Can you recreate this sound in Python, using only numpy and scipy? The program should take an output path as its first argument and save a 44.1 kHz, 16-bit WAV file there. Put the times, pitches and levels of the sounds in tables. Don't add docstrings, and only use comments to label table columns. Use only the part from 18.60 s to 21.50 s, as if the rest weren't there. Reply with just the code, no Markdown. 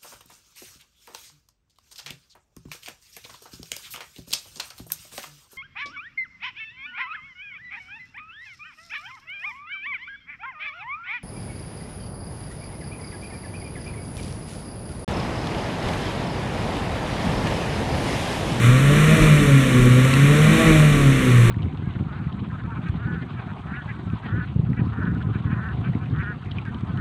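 import sys
import numpy as np
from scipy import signal
from scipy.fft import rfft, irfft
from scipy.io import wavfile
from scipy.ndimage import uniform_filter1d

SR = 44100
rng = np.random.default_rng(int(sys.argv[2]) if len(sys.argv) > 2 else 0)


def store_pcm(level_fs):
    pcm = np.round(np.clip(level_fs, -1, 1) * 32767).astype(np.int16)
    wavfile.write(sys.argv[1], SR, np.atleast_2d(pcm).T)


def field_ratio(decibels):
    return 10 ** (np.asarray(decibels, dtype=float) / 20)


N = 127890


def rms_one(x):
    return x / np.sqrt(np.mean(x ** 2) + 1e-20)


def at_hz(points, hz):
    table_hz, table_db = np.transpose(points)
    return np.interp(np.log(hz), np.log(table_hz), table_db)


def over_time(points):
    return np.interp(np.arange(N) / SR, *np.transpose(points))


def smooth(x, seconds):
    size = max(int(seconds * SR / 2), 1)
    once = uniform_filter1d(x, size=size, mode="nearest")
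    return uniform_filter1d(once, size=size, mode="nearest")


def drift(rate_hz):
    r = np.exp(-2 * np.pi * rate_hz * 40 / SR)
    white = rng.standard_normal(N // 40 + 2002)
    slow = signal.lfilter([1], [1, -2 * r, r * r], white)[2000:]
    return np.interp(np.arange(N) / 40, np.arange(len(slow)), rms_one(slow))


def coloured(x, spectrum, skirt_db):
    hz = np.maximum(np.arange(N // 2 + 1) * SR / N, 1)
    octaves_outside = np.abs(np.log2(hz / np.clip(hz, spectrum[0][0], spectrum[-1][0])))
    gain = field_ratio(at_hz(spectrum, hz) + skirt_db * octaves_outside)
    return rms_one(irfft(rfft(x) * gain, N))


def resonance(x, hz, width_hz):
    r = np.exp(-np.pi * width_hz / SR)
    b = [(1 - r * r) / 2, 0, (r * r - 1) / 2]
    a = [1, -2 * r * np.cos(2 * np.pi * hz / SR), r * r]
    return signal.lfilter(b, a, x)


def crank():
    # time in seconds, firing rate in Hz.
    speed = [(0, 115.1), (.1, 123.2), (.2, 134), (.4, 151.4), (.55, 159.7), (.7, 152.2), (.9, 139.1),
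             (1, 135.6), (1.1, 128.2), (1.2, 124), (1.36, 125.2), (1.6, 138.3), (1.9, 157.9), (2.02, 163.4),
             (2.3, 147.8), (2.6, 129.8), (2.9, 114.5)]
    # time in seconds, throttle opening 0-1.
    pedal = [
        (0, 1),
        (.555, 0.97),
        (.605, 0),
        (1.2, 0.05),
        (1.36, 0.99),
        (1.94, 0.99),
        (2.08, 0.03),
        (2.9, 0.02),
    ]
    hz = smooth(over_time(speed), .1)
    phase = 2 * np.pi * np.cumsum(hz) / SR
    return hz, phase, np.clip(over_time(pedal), 0, 1)


def firing_orders(hz, phase, pull):
    # frequency in Hz, rms level in dB.
    boom_pulling = [(114, -22), (123, -8.5), (133, -16.5), (141, -12.5), (147, -15.5), (154, -13),
                    (158, -12.5), (163, -32)]
    boom_coasting = [(115, -13.5), (121, -10), (130, -26.5), (137, -10), (143.5, -21), (150, -9.5),
                     (157, -16), (162, -12)]
    second_pulling = [(228, -45.5), (250, -19.5), (262, -29), (283, -24), (297, -26.5), (306, -52),
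                      (318, -26.5), (326, -19)]
    second_coasting = [(232, -41), (248, -18.5), (259, -26), (272, -19.5), (290, -24.5), (303, -32),
                       (318, -16.5), (326, -26)]
    third_pulling = [(345, -32), (365, -40), (376, -34), (400, -41), (435, -27.5), (452, -31), (478, -29.5),
                     (490, -28)]
    third_coasting = [(345, -23.5), (360, -40.5), (374, -24.5), (392, -46.5), (430, -30), (452, -35),
                      (480, -27.5), (490, -31)]
    fourth_pulling = [(465, -35), (500, -31), (525, -34), (548, -44), (580, -38), (608, -39), (640, -29),
                      (655, -28)]
    fourth_coasting = [(465, -36.5), (492, -31), (520, -40), (548, -35), (580, -37.5), (608, -31),
                       (640, -33), (655, -13)]
    cabin = [(boom_pulling, boom_coasting), (second_pulling, second_coasting),
             (third_pulling, third_coasting), (fourth_pulling, fourth_coasting)]
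    wander_db, cabin_lag_s = 1.2, .02
    lifting = np.gradient(pull) < 0
    lift_dip_db = -15 * np.sin(np.pi * pull) ** 2 * lifting
    out = np.zeros(N)
    for k, (pulling, coasting) in enumerate(cabin, 1):
        db = pull * at_hz(pulling, k * hz) + (1 - pull) * at_hz(coasting, k * hz)
        db += wander_db * k * drift(21.4)
        if k == 1:
            db += lift_dip_db
        angle = k * phase - .7 * k * k + .09 * k * drift(6.0)
        out += smooth(field_ratio(db), cabin_lag_s) * np.cos(angle)
    return np.sqrt(2) * out


def uneven_cylinders(phase):
    # multiple of the firing rate, rms level in dB, wander in dB.
    minor = [(.25, -34, 4), (.5, -40, 3), (.75, -38, 1.5), (1.25, -34, 3), (1.5, -33, 3), (1.75, -32, 3),
             (2.25, -38, 3), (2.5, -37, 3), (3.25, -43, 3), (3.5, -41, 3), (4.5, -47, 3), (5, -45, 3)]
    out = np.zeros(N)
    for multiple, db, wander_db in minor:
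        level = field_ratio(db + wander_db * drift(3.86))
        out += level * np.sin(multiple * phase + 0.94 * drift(5.85) + rng.uniform(0, 2 * np.pi))
    return np.sqrt(2) * out


def belt_pump(hz, phase):
    # frequency in Hz, rms level in dB.
    belt = [(160, -29), (180, -35), (200, -27.5), (222, -24.5)]
    ratio = 1.375
    level = field_ratio(at_hz(belt, ratio * hz) + 4.6 * drift(8.2))
    return np.sqrt(2) * level * np.sin(ratio * phase + 0.81 * drift(8.3))


def engine_load():
    # time in seconds, level in dB.
    load = [(0, -28), (.04, -23.5), (.12, -25), (.25, -25.5), (.45, -22.5), (.58, -22.5), (.64, -21.5),
            (0.719, -23.5), (.95, -25), (1.3, -25.5), (1.7, -24.5), (1.95, -22), (2.07, -21), (2.2, -23),
            (2.33, -25.5), (2.6, -26.5), (2.9, -26.5)]
    load_db = over_time(load)
    return load_db - load_db.mean()


def pulsing_noise(phase):
    pulse = np.cos(phase) + 0.38 * np.cos(phase / 2) + 0.36 * np.cos(phase / 4)
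    return rng.standard_normal(N) * (1 + .1 * pulse)


def rumble(load_db):
    # frequency in Hz, density in dB per Hz.
    spectrum = [(18, -26), (33, -4.5), (80, 0.5), (110, 5.5), (200, -2.5), (330, -6), (560, -9),
                (800, -17.5)]
    return coloured(rng.standard_normal(N), spectrum, skirt_db=-47) * field_ratio(-25.5 + load_db)


def valve_clatter(phase, load_db):
    # frequency in Hz, density in dB per Hz.
    spectrum = [(830, -15), (1100, -3.5), (1520, -5), (2300, -2), (3100, -13), (3750, -10.5), (4400, -19),
                (4800, -32)]
    # frequency in Hz, width in Hz, level in dB.
    panels = [(1145, 44, -19.5), (1366, 74, -22), (1860, 170, -23), (2402, 40, -19.5), (2964, 260, -15),
              (3520, 66, -24)]
    noise = coloured(pulsing_noise(phase), spectrum, skirt_db=-60)
    high_orders = sum(field_ratio(1.54 * drift(6.1)) * np.sin(k * phase + .5 * drift(5.7)) for k in range(7, 17))
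    clatter, lines = noise.copy(), np.zeros(N)
    for hz, width_hz, db in panels:
        clatter += field_ratio(db + 0.21 * load_db) * rms_one(resonance(noise, hz, width_hz))
        ringing = resonance(resonance(high_orders, hz, 2 * width_hz), hz, 2 * width_hz)
        lines += field_ratio(db - panels[0][2]) * ringing
    return field_ratio(0.91 * load_db) * (field_ratio(-26.5) * clatter + field_ratio(-31) * lines)


def fan_hiss(phase, load_db):
    # frequency in Hz, density in dB per Hz.
    spectrum = [(4800, -21), (5200, -5), (5900, -2), (8500, -2), (10500, -4.5), (12300, -9), (14000, -16.5),
                (15600, -24)]
    # frequency in Hz, width in Hz, level in dB.
    vents = [(6040, 220, -23.5), (7490, 69, -24), (8470, 150, -17.5)]
    noise = coloured(pulsing_noise(phase), spectrum, skirt_db=-60)
    ducts = sum(field_ratio(db) * rms_one(resonance(noise, hz, width_hz)) for hz, width_hz, db in vents)
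    return (noise + ducts) * field_ratio(-36.5 + 0.85 * load_db + 0.29 * drift(15.0))


def block_rocking():
    # time of the peak in seconds, peak level in dB, frequency in Hz.
    rocks = [
        (.1, -24, 38),
        (0.623, -14, 39),
        (1.2, -19, 38.15),
        (2.09, -18, 39),
        (2.89, -19, 35.97),
    ]
    rise_s, fall_s = 0.014, 0.043
    out = np.zeros(N)
    for s, db, hz in rocks:
        t = np.arange(N) / SR - s
        swell = np.exp(-.5 * (t / np.where(t < 0, rise_s, fall_s)) ** 2)
        out += field_ratio(db) * swell * np.cos(2 * np.pi * hz * t)
    return out


def trim_tick():
    # start in seconds, peak level in dB.
    ticks = [
        (1.5381, -11),
    ]
    # frequency in Hz, level in dB, 60 dB decay time in seconds.
    modes = [(2650, 0, .01), (3300, -6, .005), (4150, -4, .006), (7800, -5, .007), (8900, -11, .004)]
    (start_s, peak_db), = ticks
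    contact_s = start_s + .00075 * np.arange(3) ** 1.3
    touch = np.full(N, 1e-18)
    touch[(contact_s * SR).astype(int)] = .6, 1, .7
    touch = signal.lfilter(*signal.butter(2, 9000, fs=SR), touch)
    out = np.zeros(N)
    for hz, db, t60 in modes:
        out += field_ratio(db) * t60 * resonance(touch, hz, np.log(1000) / np.pi / t60)
    return field_ratio(peak_db) * out / np.abs(out).max()


def scene():
    hz, phase, pull = crank()
    load_db = engine_load()
    tones = firing_orders(hz, phase, pull) + uneven_cylinders(phase) + belt_pump(hz, phase)
    bulkhead = rumble(load_db) + valve_clatter(phase, load_db) + fan_hiss(phase, load_db)
    return (tones + bulkhead + block_rocking() + trim_tick())[None, :]


def roll_off(x):
    return signal.sosfilt(signal.butter(12, 15640, fs=SR, output="sos"), x)


def record(dry):
    mix = 1.393 * np.tanh(dry / 1.408)
    return roll_off(mix)


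dry = scene()
out = record(dry)
store_pcm(out)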